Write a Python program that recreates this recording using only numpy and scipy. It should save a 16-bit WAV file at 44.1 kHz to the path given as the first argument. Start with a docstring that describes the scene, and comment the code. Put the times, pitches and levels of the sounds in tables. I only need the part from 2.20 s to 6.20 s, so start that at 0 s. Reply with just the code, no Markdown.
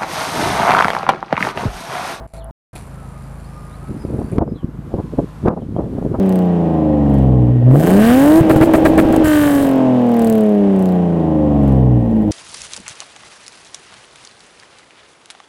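"""A sunny garden, heard through the microphone of a small camera. An engine idles far off under a brief hum.
The garden dips as the zoom motor whirs briefly, close by; everything cuts to silence, then garden and motor
return. Small birds chirp at a distance and a faint wail drifts in. From 1.6 s wind buffets the microphone;
the motor stops and leaves begin to hiss. Two hard blows, near 2.2 s and 3.3 s, overload the input, and each
time the gain control ducks and creeps back."""
import sys
import numpy as np
from scipy import signal
from scipy.fft import rfft, irfft
from scipy.io import wavfile
from scipy.ndimage import uniform_filter1d

SR = 44100
rng = np.random.default_rng(int(sys.argv[2]) if len(sys.argv) > 2 else 0)


def materialize(psi):
    """Save the field psi as 16-bit PCM at rate SR to the path in sys.argv[1].

    A 1-D psi becomes a single channel; in a 2-D psi each row is a channel.
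    """
    bounded = np.clip(np.atleast_2d(psi).T, -1, 1)
    quanta = np.round(bounded * 32767).astype(np.int16)
    wavfile.write(sys.argv[1], SR, quanta)


N = 176400
TIME = np.arange(N) / SR
OPENING_END_S = .31  # air and engine have a different tone up to here


def from_db(db):
    """Decibels to gain."""
    return 10 ** (np.asarray(db) / 20)


def unit_rms(x):
    """Scale to an rms of 1."""
    return x / np.sqrt(np.mean(x ** 2) + 1e-20)


def in_time(rows):
    """Join rows of (time, values...) by straight lines; one curve for each value column."""
    times, *columns = np.transpose(rows)
    return [np.interp(TIME, times, column) for column in columns]


def butter(x, hz, kind, order=2):
    """Causal Butterworth filter."""
    sos = signal.butter(order, np.clip(hz, 10, .45 * SR), kind, fs=SR, output="sos")
    return signal.sosfilt(sos, x + 1e-18)


def drift(rate_hz):
    """Smooth random wander with a spread of 1."""
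    step, warm_up = 40, 2000
    pole = np.exp(-2 * np.pi * rate_hz * step / SR)
    noise = rng.standard_normal(N // step + warm_up + 2)
    slow = signal.lfilter([1], [1, -2 * pole, pole * pole], noise)[warm_up:]
    return np.interp(np.arange(N) / step, np.arange(len(slow)), unit_rms(slow))


def coloured(spectrum):
    """Steady noise of rms 1, shaped by rows of (frequency [Hz], relative density [dB])."""
    hz, db = np.transpose(spectrum)
    bins_hz = np.maximum(np.arange(N // 2 + 1) * SR / N, 1)
    shape = from_db(np.interp(np.log(bins_hz), np.log(hz), db))
    return unit_rms(irfft(rfft(rng.standard_normal(N)) * shape, N))


def noise_band(hz, spread):
    """Noise of rms 1 that reaches the fraction `spread` to either side of hz."""
    return unit_rms(butter(rng.standard_normal(N), [hz * (1 - spread), hz * (1 + spread)], "band"))


def sine(hz):
    """A sine of rms 1 that follows a pitch curve."""
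    return np.sqrt(2) * np.sin(2 * np.pi * (np.cumsum(hz) / SR + rng.random()))


# Garden air, duller in the opening moment than later: (frequency [Hz], relative density [dB])
OPENING_AIR_SPECTRUM = [(25, -14), (70, -0.5), (180, 5), (400, -3.5), (800, 4), (1200, -6), (1700, -13.5),
                        (2400, -27.5), (4000, -38.5), (6000, -44), (10000, -35), (15000, -46)]
AIR_SPECTRUM = [(25, -4.5), (70, 13.5), (180, 7), (300, 0.5), (600, 0), (1100, -2.5), (1500, -7),
                (2100, -15.5), (3200, -23), (5500, -28.5), (7400, -29), (7900, -29.5), (10000, -28),
                (12500, -31.5), (15000, -45)]
# Its level at the microphone, in the opening and later: (time [s], level [dB])
OPENING_AIR_LEVEL = [(0, -35), (.06, -38), (.14, -41), (.31, -41)]
AIR_LEVEL = [(.6, -39.5), (1.6, -39.5), (2.3, -38), (2.8, -43.5), (3.2, -40.5), (4.0, -40.5)]


def open_air():
    """The low wash of air all round the microphone, with a wavering hum in the opening moment."""
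    hum = from_db(-41.5) * sine(hz=661 * (1 + .0076 * drift(50))) * (1 + .3 * drift(36))
    opening = from_db(in_time(OPENING_AIR_LEVEL)[0]) * coloured(OPENING_AIR_SPECTRUM) + hum
    later = from_db(in_time(AIR_LEVEL)[0]) * coloured(AIR_SPECTRUM)
    return np.where(TIME < OPENING_END_S, opening, later)


def electronics_whine():
    """The camera's own electronics add a thin, very faint whine."""
    return from_db(-74) * sine(hz=11795 * (1 + .0004 * drift(30)))


# Hiss of the leaves around the garden: (frequency [Hz], relative density [dB])
LEAF_SPECTRUM = [(500, -30), (1500, 3.5), (3500, -1.5), (6000, -8.5), (10000, -8.5), (15000, -23.5)]
# Swell of the leaves and of a narrow rush near 1 kHz: (time [s], level [dB])
LEAF_LEVEL = [(2.3, -71), (2.75, -58), (3.0, -55.5), (3.22, -55.5), (3.35, -55), (4.0, -61)]
RUSH_LEVEL = [(2.55, -81), (2.8, -55), (3.1, -50), (3.5, -64)]


def leaves_and_rush():
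    """Leaves hiss as the wind rises, and a soft midrange rush comes and goes."""
    rush = from_db(in_time(RUSH_LEVEL)[0]) * noise_band(hz=1030, spread=.055)
    return from_db(in_time(LEAF_LEVEL)[0]) * coloured(LEAF_SPECTRUM) + rush


# Engine orders from far off: (multiple of the firing cycle, opening level [dB], later level [dB])
ENGINE_ORDERS = [(2, -32, -37.5), (3, -52.5, -44.5), (4, -45.5, -47), (5, -42.5, -40), (6, -49, -42.5),
                 (7, -73, -50), (8, -56, -48.5), (9, -59.5, -61.5), (10, -71, -56.5)]
IDLE_HZ, IDLE_WANDER = 26.75, .0035


def far_engine():
    """The low orders of a distant idling engine beat into a throb."""
    cycle_hz = IDLE_HZ * (1 + IDLE_WANDER * drift(2.3))
    out = np.zeros(N)
    for order, opening_db, later_db in ENGINE_ORDERS:
        level = from_db(np.where(TIME < OPENING_END_S, opening_db, later_db))
        out += level * sine(order * cycle_hz) * (1 + .13 * drift(3.1))
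    return out


# A wail a long way off: (time [s], pitch [Hz], level before scattering [dB])
WAIL = [(.72, 1376, -60), (.78, 1349, -45), (.87, 1250, -46), (1.02, 1212, -52), (1.18, 1208, -68),
        (1.33, 1211, -46), (1.5, 1216, -51), (1.63, 1279, -49), (1.78, 1330, -58), (1.95, 1357, -57),
        (2.15, 1250, -76), (2.41, 1113, -45), (2.5, 1090, -64), (2.6, 1040, -90)]
WAIL_FLUTTER_DB = 3


def far_wail():
    """A faint gliding tone flutters in the moving air on its way to the microphone."""
    hz, db = in_time(WAIL)
    return from_db(db + WAIL_FLUTTER_DB * drift(19)) * sine(hz * (1 + .0036 * drift(60)))


# Birds across the garden:
# (time [s], length [s], start pitch [Hz], middle pitch [Hz], end pitch [Hz], level before scattering [dB])
BIRD_NOTES = [(0.159, 0.047, 3110, 4250, 3560, -56.5), (0.197, 0.039, 4020, 3350, 2780, -54),
              (.67, 0.077, 4550, 4450, 4200, -78), (1.023, 0.038, 4850, 4700, 4780, -62),
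              (1.24, 0.031, 4110, 4600, 5300, -58), (1.292, 0.19, 5310, 5320, 5130, -65.5),
              (1.509, 0.055, 3480, 3950, 4500, -61.5), (1.77, 0.093, 5120, 5050, 4600, -59),
              (2.015, 0.097, 4650, 4620, 4650, -61), (2.26, 0.085, 5150, 5050, 5100, -61.5),
              (2.347, 0.029, 3830, 4000, 3650, -51), (2.348, .08, 3600, 3250, 2810, -53.5),
              (3.399, 0.041, 3450, 3200, 2720, -57), (3.558, 0.017, 3050, 3200, 3300, -51)]
BIRD_JITTER, BIRD_ROUGH_DB = .023, 2.5


def birds():
    """Each note is a short, slightly rough whistle that bends through three pitches."""
    jitter = 1 + BIRD_JITTER * drift(400)
    roughness = from_db(BIRD_ROUGH_DB * drift(100))
    out = np.zeros(N)
    for start, length, start_hz, middle_hz, end_hz, db in BIRD_NOTES:
        at = (TIME >= start) & (TIME < start + length)
        progress = (TIME[at] - start) / length
        bend = np.polyfit([0, .5, 1], [start_hz, middle_hz, end_hz], 2)
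        envelope = from_db(db) * np.sqrt(np.abs(np.sin(np.pi * progress)))
        out[at] += envelope * roughness[at] * sine(np.polyval(bend, progress) * jitter[at])
    return out


def garden_scatter(calls, direct_db=-4, echo_db=-3, decay_s=.023):
    """Far calls reach the microphone directly and as a short smear scattered by the garden."""
    tail = rng.standard_normal(SR // 2) * np.exp(-TIME[:SR // 2] / decay_s)
    echo = signal.fftconvolve(calls, tail / np.linalg.norm(tail))[:N]
    return from_db(direct_db) * calls + from_db(echo_db) * echo


# Whir of the zoom motor, right by the microphone: (frequency [Hz], relative density [dB])
ZOOM_SPECTRUM = [(800, 5.5), (1500, -10.5), (2400, 0), (3100, -14), (4400, -7), (5500, -16), (6000, -9),
                 (6500, -19.5), (7300, -5), (7900, -10.5), (8600, -7.5), (9500, -3), (10100, -6.5),
                 (10600, -2.5), (11500, -14), (13000, -19), (15000, -24)]
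# Its runs: (start [s], stop [s])
ZOOM_RUNS = [(.074, .136), (.136, .2), (.531, .554), (.554, 2.168)]
# Strength of each run: (running level [dB], extra at the start [dB])
ZOOM_LEVELS = [(-64.5, 8.5), (-54.5, 12), (-56.5, 0), (-52, 19.5)]
# Rattle of the lens gear: (multiple of the turning rate, rms swing [dB])
GEAR_RATTLE = [(2, 0), (3, 0.9), (4, 1.3), (5, -0.4), (6, 1), (9, 0.4), (12, -0.3), (13, -2), (18, 0.9),
               (21, 1.5), (24, 2.5)]
GEAR_HZ, ZOOM_SETTLE_S, ZOOM_ROUGH_DB = 22.54, .057, 1.2


def zoom_motor():
    """The motor starts with a rasp and settles to a whir, finely rattled by the turning gear."""
    level = np.zeros(N)
    for (start, stop), (running_db, kick_db) in zip(ZOOM_RUNS, ZOOM_LEVELS):
        at = (TIME >= start) & (TIME < stop)
        level[at] += from_db(running_db + kick_db * np.exp(-(TIME[at] - start) / ZOOM_SETTLE_S))
    rattle_db = sum(db * sine(np.full(N, multiple * GEAR_HZ)) for multiple, db in GEAR_RATTLE)
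    whir = coloured(ZOOM_SPECTRUM)
    return level * whir * unit_rms(from_db(rattle_db + ZOOM_ROUGH_DB * drift(120)))


# Ticks of the lens gear, inside the camera: (time [s])
TICK_TIMES = [.2438, .559, .56, 2.116, 2.1226]
# Ring of each tick: (level [dB], pitch [Hz], decay [s])
TICK_RINGS = [(-39, 10000, 0.0019), (-42.5, 2420, .01), (-40, 3400, 0.0059), (-44, 9800, 0.0073),
              (-43, 2240, 0.0096)]


def gear_ticks():
    """The gear ticks around the motor's starts and stops, each tick a fast-dying band of noise."""
    out = np.zeros(N)
    for start, (db, hz, decay_s) in zip(TICK_TIMES, TICK_RINGS):
        envelope = (TIME >= start) * np.exp(-np.abs(TIME - start) / decay_s)
        out += from_db(db) * envelope * noise_band(hz, spread=.087)
    return out


def turbulence(corner_hz, size, low_cut_hz=75.5, crest=4.2):
    """Lumps of pressure on the microphone, falling ever more steeply above the corner; rms 1."""
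    rumble = butter(rng.standard_normal(size), corner_hz, "low")
    rumble = unit_rms(butter(rumble, low_cut_hz, "high"))
    rounded = np.tanh(rumble / crest)
    return unit_rms(butter(rounded, 1.92 * corner_hz, "low", order=4))


# Flow over the microphone between gusts: (time [s], level [dB])
BREEZE_LEVEL = [(1.55, -73), (1.85, -30.5), (2.25, -27), (2.45, -37.5), (2.9, -35.5), (3.15, -44.5),
                (3.35, -26), (3.6, -20), (4.0, -25.5)]
# Gusts straight on the microphone: (peak time [s], level [dB], half length [s], corner frequency [Hz])
GUSTS = [(1.631, -34.5, 0.017, 206), (1.712, -21.5, 0.022, 246), (1.763, -27, 0.025, 240),
         (1.851, -30, .012, 328), (1.91, -25.5, .02, 417), (1.947, -19, 0.026, 317),
         (2.001, -18.5, 0.015, 370), (2.045, -19.5, 0.011, 234), (2.132, -13, 0.0068, 293),
         (2.167, -19, 0.017, 330), (2.189, -9.5, 0.0048, 710), (2.219, -3, 0.014, 490),
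         (2.278, -16.5, 0.025, 278), (2.323, -11.5, 0.014, 230), (2.359, -16.5, 0.0062, 260),
         (2.445, -18, 0.016, 283), (2.485, -23.5, 0.017, 210), (2.551, -28.5, 0.012, 220),
         (2.594, -18.5, 0.0082, 223), (2.678, -31, 0.011, 247), (2.749, -19.5, 0.029, 400),
         (2.793, -19, 0.018, 493), (2.848, -26.5, 0.024, 240), (2.938, -22.5, 0.014, 333),
         (2.994, -10, 0.0095, 422), (3.034, -18, 0.011, 260), (3.239, -16.5, 0.014, 237),
         (3.261, -7, 0.0061, 460), (3.281, -12, .011, 814), (3.3, -8.5, 0.019, 610),
         (3.335, -9, 0.0086, 480), (3.378, -13.5, 0.011, 520), (3.425, -24, 0.021, 367),
         (3.515, -30, 0.034, 273), (3.598, -14, 0.029, 519.7), (3.666, -17, 0.018, 365),
         (3.736, -26, 0.029, 327), (3.784, -22.5, 0.012, 427), (3.817, -23, 0.004, 406),
         (3.861, -18.5, 0.017, 352), (3.912, -19.5, 0.014, 298), (3.952, -19, 0.014, 620),
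         (3.995, -15, 0.012, 336)]
LUMPS_DB, LUMPS_HZ = 3, 76


def wind():
    """Short bell-shaped gusts of turbulence buffet the microphone, riding on a weaker flow."""
    lumps = from_db(LUMPS_DB * drift(LUMPS_HZ))
    out = from_db(in_time(BREEZE_LEVEL)[0]) * unit_rms(turbulence(corner_hz=233, size=N) * lumps)
    reach = SR // 6
    for peak_s, db, half_s, corner_hz in GUSTS:
        flow = turbulence(corner_hz, size=2 * reach)
        at = int(peak_s * SR) + np.arange(-reach, reach)
        flow, at = flow[at < N], at[at < N]
        bell = 1 / np.cosh((TIME[at] - peak_s) / half_s) ** 2
        puff = flow * lumps[at] * bell
        puff *= np.sqrt(np.sum(bell ** 2) / np.sum(puff ** 2))  # same energy as the smooth bell
        out[at] += from_db(db) * puff
    return out


# Single eddies that hit the microphone: (time [s], peak before the low cut [dB], width [ms])
EDDIES = [(1.851, -5.5, 0.52), (1.941, -12, 0.6), (1.991, -10, 0.95), (2.018, -8, 0.32), (2.133, -4, .8),
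          (2.1843, 12, 0.49), (2.221, -2, 0.55), (2.278, -6, 0.27), (2.445, 0, 0.91), (2.741, -2, 0.4),
          (2.79, -6, 0.94), (2.987, -0.5, 0.46), (3.2845, 11, 0.41), (3.332, -8, 0.51), (3.422, -7, 0.38),
          (3.565, 0.5, 0.32), (3.787, -9, 0.43), (3.826, -8, .35), (3.85, -6, 0.6), (3.864, -1, 0.55),
          (3.943, -6.5, 0.46)]


def eddy_slaps(low_cut_hz=110):
    """Each eddy is one rounded pressure pulse; the low cut gives it a rebound."""
    pulses = np.zeros(N)
    for peak_s, db, width_ms in EDDIES:
        widths_away = (TIME - peak_s) * 1e3 / width_ms
        pulses += from_db(db) * np.exp(-.5 * np.minimum(widths_away ** 2, 80))
    return butter(pulses, low_cut_hz, "high", order=1)


# Gaps in the sound of the garden: (start [s], end [s])
DROPOUTS = [(.066, .1355), (.31, .531)]


def dropout_gain(dip_db=-20):
    """The level dips briefly, then cuts to silence for a moment."""
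    gain = np.ones(N)
    for (start, end), floor in zip(DROPOUTS, (from_db(dip_db), 0)):
        gain[(TIME >= start) & (TIME < end)] = floor
    return uniform_filter1d(gain, size=30)


def scene():
    """One microphone: the garden behind with its dropouts, the lens close by, the wind right on it."""
    background = open_air() + electronics_whine() + leaves_and_rush() + far_engine()
    background += garden_scatter(far_wail() + birds())
    wind_start_s = BREEZE_LEVEL[0][0]
    buffeting = (wind() + eddy_slaps()) * (TIME > wind_start_s)
    return (background * dropout_gain() + zoom_motor() + gear_ticks() + buffeting)[None]


ATTACK_S, RECOVER_DB_PER_S, CUTOFF_HZ = .00037, 18.5, 15000


def record(dry):
    """The camera's input: overloads duck the gain, which recovers slowly; peaks clip, the top is cut."""
    overload_db = np.maximum(20 * np.log10(np.abs(dry[0]) + 1e-9), 0)
    recovery_db = RECOVER_DB_PER_S * TIME
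    duck_db = np.maximum.accumulate(overload_db + recovery_db) - recovery_db
    pole = np.exp(-1 / (ATTACK_S * SR))
    duck_db = signal.lfilter([1 - pole], [1, -pole], duck_db)
    clipped = np.clip(dry * from_db(-duck_db), -1, 1)
    return signal.sosfilt(signal.ellip(10, .1, 80, CUTOFF_HZ, fs=SR, output="sos"), clipped)


dry = scene()
out = record(dry)
materialize(out)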